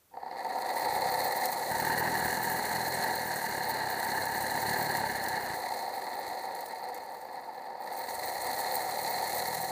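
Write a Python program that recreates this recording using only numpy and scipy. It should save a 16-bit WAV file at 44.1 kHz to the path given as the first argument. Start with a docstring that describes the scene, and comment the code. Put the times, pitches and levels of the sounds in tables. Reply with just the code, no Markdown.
"""A small bare DC fan motor, wired to the rim of a basin of liquid, runs from a battery by a hand-held lead.
At 0.1 s the bearings catch and rasp through the housing, brushes hiss and spark, and the rotor thumps the basin.
From 1.7 to 5.5 s the frame rattles on the rim; the motor coasts from 3.1 s and is driven again from 3.9 to 4.8 s.
It then coasts down, with a soft knock at 6.3 s, and picks up again at 7.8 s; sharp spark snaps are spread throughout.
Ticks ring housing and frame modes, shaped noise makes hiss, thumps and air, and shaft orders make the hum."""
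import sys
import numpy as np
from scipy import signal
from scipy.fft import rfft, irfft
from scipy.io import wavfile

SR = 44100
rng = np.random.default_rng(int(sys.argv[2]) if len(sys.argv) > 2 else 0)


def dump_mix(stems):
    """Bounce the given channels to the path in sys.argv[1] as a 16-bit WAV at rate SR."""
    frames = np.atleast_2d(stems).T  # one column per channel
    limited = np.clip(frames, -1, 1)  # hard clip at full scale
    pcm = np.round(limited * 32767).astype(np.int16)
    wavfile.write(sys.argv[1], SR, pcm)


N = 428211
TIME = np.arange(N) / SR
CRUISE_HZ = 40  # reference shaft speed for rasp and shaking


def amp(db):
    """Decibels to gain."""
    return 10 ** (np.asarray(db) / 20)


def unit(x):
    """Scale to rms 1."""
    return x / np.sqrt(np.mean(x ** 2) + 1e-20)


def wander(hz, size=16384):
    """Smooth random curve of rms 1: noise low-passed around hz."""
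    step_s = TIME[-1] / size
    lowpass = 1 / (1 + (np.fft.rfftfreq(size, step_s) / hz) ** 2)
    slow = irfft(rfft(rng.standard_normal(size)) * lowpass, size)
    return np.interp(TIME, np.arange(size) * step_s, unit(slow))


def colour(x, points, size=4096):
    """Minimum-phase filter with the given spectrum; the result has rms 1."""
    points_hz, points_db = np.transpose(points)
    bins_hz = abs(np.fft.fftfreq(size, 1 / SR))
    bins_db = np.interp(np.log(bins_hz + 1), np.log(points_hz), points_db)
    log_gain = np.log(amp(bins_db))
    taps = np.fft.ifft(np.exp(np.conj(signal.hilbert(log_gain)))).real
    return unit(signal.oaconvolve(x, taps)[:N])


def ring(x, hz, width_hz):
    """Resonance with steep skirts (peak filter applied twice); the result has rms 1."""
    b, a = signal.iirpeak(hz, hz / width_hz, SR)
    floor = 1e-12 * (-1) ** (np.arange(N) & 1)
    return unit(signal.sosfilt([[*b, *a], [*b, *a]], x + floor))


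def impacts(per_s, spread_db):
    """Random small blows of uneven size."""
    struck = rng.random(N) < per_s / SR
    return struck * amp(spread_db * np.minimum(rng.exponential(1, N), 4))


def anywhere(blows):
    """Each blow lands at another spot, so it pushes a mode with a random sign."""
    return blows * rng.choice([-1., 1.], N)


def scatter(ticks, wet, decay_s):
    """Basin wall, battery and ground smear each tick into a puff of noise."""
    keep = np.exp(-2 / (decay_s * SR))
    tail = np.sqrt(signal.lfilter([1 - keep], [1, -keep], ticks ** 2 + 1e-20))
    return (ticks + wet * tail * rng.standard_normal(N)) / np.hypot(1, wet)


def knee(shaft_hz, knee_hz, steepness):
    """Level in dB that climbs with speed and flattens at 0 above the knee."""
    return -10 * np.log10(1 + (knee_hz / (shaft_hz + .01)) ** steepness)


def swell(centre_s, half_s):
    """Smooth rise to 1 and fall around a moment."""
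    return np.exp(-((TIME - centre_s) / half_s) ** 2)


# lead touching the battery: on_s, off_s, spin_up_s (longer with a poor contact)
CONTACTS = [(.1, 3.056, .603), (3.912, 4.812, .759), (7.79, 9.71, .529)]
FREE_HZ, COAST_S = 51.75, 2.752  # speed the motor strives for; coasting time constant


def shaft():
    """Turns per second: each contact pulls the rotor towards its free speed, then it coasts."""
    shaft_hz = np.zeros(N)
    for on_s, off_s, spin_up_s in CONTACTS:
        gap_hz = FREE_HZ - shaft_hz[round(on_s * SR)]
        driven_s = np.clip(TIME - on_s, 0, off_s - on_s)
        driven_hz = FREE_HZ - gap_hz / (1 + gap_hz / FREE_HZ * driven_s / spin_up_s)
        coasting = np.exp(-np.maximum(TIME - off_s, 0) / COAST_S)
        shaft_hz = np.where(TIME < on_s, shaft_hz, driven_hz * coasting)
    return shaft_hz


def current(shaft_hz):
    """Share 0-1 of the stall current: flows while the lead touches and falls as the rotor speeds up."""
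    touching = sum((TIME >= on_s) * (TIME < off_s) for on_s, off_s, _ in CONTACTS)
    return touching * (1 - shaft_hz / FREE_HZ)


def pressure(turns, depth_db, chatter_db, drift_db):
    """Contact force: swings with each turn of the rotor and chatters at random."""
    swing_db = depth_db * np.cos(2 * np.pi * (turns - .15))
    return amp(swing_db + chatter_db * wander(240) + drift_db * wander(48))


LOOSE_S, SETTLED_S, LOOSE_ATTACK_S, LOOSE_RELEASE_S = 1.69, 5.53, 0.022, 0.031


def looseness():
    """1 while the frame chatters on the rim, 0 while it rests against it, at set times."""
    breaking_loose = np.clip((TIME - LOOSE_S) / LOOSE_ATTACK_S, 0, 1)
    return breaking_loose * np.clip(1 - (TIME - SETTLED_S) / LOOSE_RELEASE_S, 0, 1)


# loose frame rocks harder: centre_s, half_s, rise_db
SURGES = [(2.11, 0.5, 4), (4.813, .28, 2.9)]


def surge_level():
    """Rise in dB as the loose frame rocks harder."""
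    return sum(rise_db * swell(centre_s, half_s) for centre_s, half_s, rise_db in SURGES)


# still air spectrum: freq_hz, density_db (dB per Hz, relative)
AIR = [(25, -26), (55, -6), (78, 8.5), (120, -5), (400, -3), (1200, -8), (3000, -13.5), (10500, -12),
       (13000, -9)]


def still_air(level_db=-65.5):
    """Steady shaped noise of the still air."""
    return amp(level_db) * colour(rng.standard_normal(N), AIR)


# hanging motor sways on its wires: centre_s, half_s, drive_db
SWAYS = [(1.06, .2, -48), (5.6, 0.27, -59), (8.4, 0.33, -56.5)]
# soft knock on the basin: centre_s, half_s, drive_db
KNOCK = (6.29, .04, -54)
CRAWL_SHAKE_DB, CRUISE_SHAKE_DB, SHAKE_STEEPNESS = -71.5, -52, 7.6
LOOSE_SHAKE_DB, SURGE_GAIN = -49, 2  # shaking rises 2 dB per dB of surge


def shake_gain(shaft_hz, loose, surge_db):
    """How hard the basin shakes: rotor, loose frame, sways and the knock add in power."""
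    rotor = amp(CRUISE_SHAKE_DB) * (shaft_hz / CRUISE_HZ) ** SHAKE_STEEPNESS
    rotor = rotor + amp(CRAWL_SHAKE_DB) * (shaft_hz > 0)
    frame = amp(LOOSE_SHAKE_DB + SURGE_GAIN * surge_db) * loose
    swell_power = sum((amp(db) * swell(centre_s, half_s)) ** 2 for centre_s, half_s, db in SWAYS + [KNOCK])
    return np.sqrt(rotor ** 2 + frame ** 2 + swell_power)


# hum of the unbalanced rotor: order (multiple of shaft speed), level_db (relative)
ORDERS = [(1, -20), (2, -8), (3, -1.5), (4, -.5), (5, -3), (6, -7.5), (7, -10)]
# basin's answer to a thump: freq_hz, density_db (dB per Hz, relative)
BASIN = [(20, -31), (45, -14), (80, -5), (130, 0.5), (180, 0.5), (240, -5), (350, -3), (480, -18),
         (800, -23.5)]


def basin(shaft_hz, turns, hum_db=-2.5, thump_db=-7, swing_db=6, waver_db=2.4, takeoff_hz=21):
    """The unbalanced rotor drives the basin: a hum on the shaft orders and a dull thump each turn."""
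    hum = unit(sum(amp(level_db + waver_db * wander(8.1)) * np.cos(2 * np.pi * order * turns)
                   for order, level_db in ORDERS))
    unbalance = shaft_hz ** 4 / (shaft_hz ** 4 + takeoff_hz ** 4)  # a slow rotor hardly hums
    blows = anywhere(impacts(900, spread_db=3.0)) * amp(swing_db * np.cos(2 * np.pi * turns))
    return amp(hum_db) * unbalance * hum + amp(thump_db) * colour(blows, BASIN)


# frame and rim modes: freq_hz, width_hz, level_db (relative)
FRAME = [(229, 92, -14), (376, 156, -9), (710, 260, -20.5), (891, 131, -1), (1250, 440, -18),
         (1622, 200, -6), (1733, 84, -5.5), (1875, 230, -5.5), (2650, 450, -27.5), (2864, 130, -24)]
RATTLE_DB = -39.5


def rattle(turns, force, swing_db=3, rock_db=1.0):
    """The frame rocks on its wires and chatters on the rim, hardest as the rotor swings against it."""
    rocking = amp(swing_db * np.cos(2 * np.pi * turns) + rock_db * wander(6.0))
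    blows = impacts(1000, spread_db=1.5) * force ** 0.18 * rocking
    return sum(amp(level_db) * ring(anywhere(blows), hz, width_hz) for hz, width_hz, level_db in FRAME)


# loud spark snaps: start_s, level_db (peak, before the common boost and smearing), pitch_hz
SNAPS = [(0.8185, -28, 14900), (1.456, -18, 13900), (1.8502, -23, 14900), (2.3271, -24, 14700),
         (2.4994, -20.5, 14600), (3.3598, -23, 8140), (4.9696, -23, 14900), (5.2385, -22.5, 15100),
         (5.2849, -23, 15000), (6.5505, -32, 11100), (6.6079, -30, 13900), (6.6598, -31, 15200),
         (6.9446, -31, 14000), (7.9334, -36, 15000), (9.5472, -21, 15000)]


def snaps(decay_s=0.0013, crack=0.71, boost_db=3):
    """Single larger sparks: a short crack with a bright ring."""
    out, t = np.zeros(N), np.arange(900) / SR
    for start_s, level_db, pitch_hz in SNAPS:
        tone = np.sin(2 * np.pi * pitch_hz * t)
        snap = (tone + crack * rng.standard_normal(len(t))) * t * np.exp(-2 * t / decay_s)
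        part = out[round(start_s * SR):][:len(t)]
        part += (amp(level_db + boost_db) * snap / abs(snap).max())[:len(part)]
    highpass = signal.butter(2, 6000, "high", fs=SR, output="sos")
    return signal.sosfilt(highpass, scatter(out, wet=1.0, decay_s=0.0087))


SPARK_DRAW_DB, SPARK_KNEE_HZ, SPARK_STEEPNESS = 7, 11.4, 6.5
COLD_SPARK_DB, WARM_UP_S = -21, 0.55


def spark_level(shaft_hz):
    """Sparking in dB re brush friction: grows with current, dies at low speed, weak on cold brushes."""
    cold_db = COLD_SPARK_DB * np.exp(-(TIME / WARM_UP_S) ** 2)
    return SPARK_DRAW_DB * current(shaft_hz) + knee(shaft_hz, SPARK_KNEE_HZ, SPARK_STEEPNESS) + cold_db


BRUSH_DB, BRUSH_KNEE_HZ, BRUSH_STEEPNESS, CURRENT_DB = -44.5, 29.5, 4.66, 3


def friction_level(shaft_hz):
    """Brush friction in dB: grows with speed up to a knee, harder while current flows."""
    return BRUSH_DB + knee(shaft_hz, BRUSH_KNEE_HZ, BRUSH_STEEPNESS) + CURRENT_DB * current(shaft_hz)


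# brush hiss spectrum: freq_hz, density_db (dB per Hz, relative)
HISS = [(3200, -14), (4000, -8), (4900, -22), (5200, -5.5), (5500, -3.5), (6550, 1), (7800, -1),
        (8500, 0.5), (9800, -1), (11100, 0.5), (12200, -5.5), (13400, 0), (15200, -7), (16000, -1)]
# modes rung by sparks: freq_hz, width_hz, level_db (relative)
SPARK_MODES = [(8640, 1200, -10.5), (11040, 1150, -13.5), (13730, 2400, -8.5), (14900, 800, -5.5)]


def brushes(shaft_hz, force, hiss_db=0.1, flare_db=3.5, spark_spread_db=5, arc_share=0.21):
    """Brushes scrape the commutator with a grainy hiss and spit tiny sparks, each with its own ring."""
    grains = anywhere(impacts(700 + 5.1 * shaft_hz ** 2, spread_db=4.5)) * force
    scrape = colour(scatter(grains, wet=0.8, decay_s=0.0028), HISS)
    flare = force ** 1.05 * amp(flare_db * wander(22))  # sparks come in short showers
    sparks = np.zeros(N)
    for hz, width_hz, level_db in SPARK_MODES:
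        ticks = anywhere(impacts(120 + 25 * shaft_hz, spark_spread_db)) * flare
        sparks += amp(level_db) * ring(scatter(ticks, wet=0.66, decay_s=0.0014), hz, width_hz)
    sparking_db = spark_level(shaft_hz)
    return amp(hiss_db + arc_share * sparking_db) * scrape + amp(sparking_db) * sparks


RASP_DB, RASP_KNEE_HZ, RASP_EASE_DB_PER_HZ = -34.0, 4.5, 0.0861  # smoother when fast
DRY_DB, RUN_IN_S = 4.5, 2.5  # louder until run in
BREAKAWAY_DB, BREAKAWAY_S = -13, 0.099  # swells as the shaft breaks free
TORQUE_DB, LOOSE_RASP_DB = 0.3, -3  # torque loads the shaft


def rasp_level(shaft_hz, loose, start_steepness=1.8, run_in_steepness=6):
    """Bearing rasp in dB; a loose frame passes less of it on."""
    running_db = knee(shaft_hz, RASP_KNEE_HZ, start_steepness) + RASP_EASE_DB_PER_HZ * (CRUISE_HZ - shaft_hz)
    sticking_db = BREAKAWAY_DB * np.exp(-np.maximum(TIME - CONTACTS[0][0], 0) / BREAKAWAY_S)
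    dry_db = DRY_DB / (1 + (TIME / RUN_IN_S) ** run_in_steepness)
    load_db = TORQUE_DB * current(shaft_hz) + LOOSE_RASP_DB * loose
    return RASP_DB + running_db + sticking_db + dry_db + load_db


# bearing catches as the shaft starts: start_s, level_db (re an ordinary tick)
CATCHES = [(0.138, 17), (0.152, 16), (0.17, 21), (0.229, 16)]
# housing modes: freq_hz, width_hz, level_db (relative), friction_share (0-1, follows brush friction)
HOUSING = [(250, 207, -22, 0.29), (395, 147, -18, 0.36), (507.2, 60, -12.5, 0.28), (588, 146, -11, 0.46),
           (754.4, 119, -3.5, 0.37), (793, 91, -14, 0), (903, 107, -7, 0.21), (1148, 64, -26, 0.36),
           (1300, 340, -19, 0.44), (1753, 190, -14, 0.46), (1929, 167, -10.5, 0.66), (2133, 147, -15, 0.75),
           (2480, 500, -26, 0.57), (3785, 720, -21.5, 0.72), (4210, 385, -8, 0.99), (4524, 620, -16, 0.61)]


def bearings(shaft_hz, force, rasp_db, friction_db, full_brush_db=-42.0, full_rasp_db=-35, spread_db=0.9):
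    """Dry bearings tick densely into the housing; hard friction brings out its upper modes."""
    blows = impacts(700 + 45 * shaft_hz, spread_db)
    blows = blows * amp(0.97 * wander(1.65))  # the shaft drifts in its play
    for start_s, level_db in CATCHES:
        blows[round(start_s * SR)] = amp(level_db)
    brush_db = friction_db - full_brush_db + full_rasp_db
    soft, hard = blows * force ** 0.047, blows * force  # firm contact reaches the high modes most
    rasp = np.zeros(N)
    for hz, width_hz, level_db, friction_share in HOUSING:
        mode_db = level_db + rasp_db + friction_share * (brush_db - rasp_db)
        rasp += amp(mode_db) * ring(anywhere(soft if hz < 1500 else hard), hz, width_hz)
    return rasp


def scene():
    """One shaft drives the motor layers, over still air."""
    shaft_hz, loose, surge_db = shaft(), looseness(), surge_level()
    turns = np.cumsum(shaft_hz) / SR
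    force = pressure(turns, depth_db=-0.3, chatter_db=1.63, drift_db=1.43)
    friction_db = friction_level(shaft_hz)
    shaking = shake_gain(shaft_hz, loose, surge_db) * basin(shaft_hz, turns)
    chatter = amp(RATTLE_DB + surge_db) * loose * rattle(turns, force)
    brushing = amp(friction_db) * brushes(shaft_hz, force)
    rasp = bearings(shaft_hz, force, rasp_level(shaft_hz, loose), friction_db)
    return (still_air() + shaking + chatter + snaps() + brushing + rasp)[None]


DIP_HZ, DIP_WIDTH_HZ, DIP_DEPTH = 5150, 130, 0.54  # depth 0-1
EDGE_HZ = 15350


def record(dry):
    """The microphone's narrow dip, then the recorder's band limit."""
    notched = signal.lfilter(*signal.iirnotch(DIP_HZ, DIP_HZ / DIP_WIDTH_HZ, SR), dry)
    heard = dry + DIP_DEPTH * (notched - dry)
    lowpass = signal.firwin(401, EDGE_HZ, window=("kaiser", 8), fs=SR)
    return signal.oaconvolve(heard, lowpass[None], "same")


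dry = scene()
out = record(dry)
dump_mix(out)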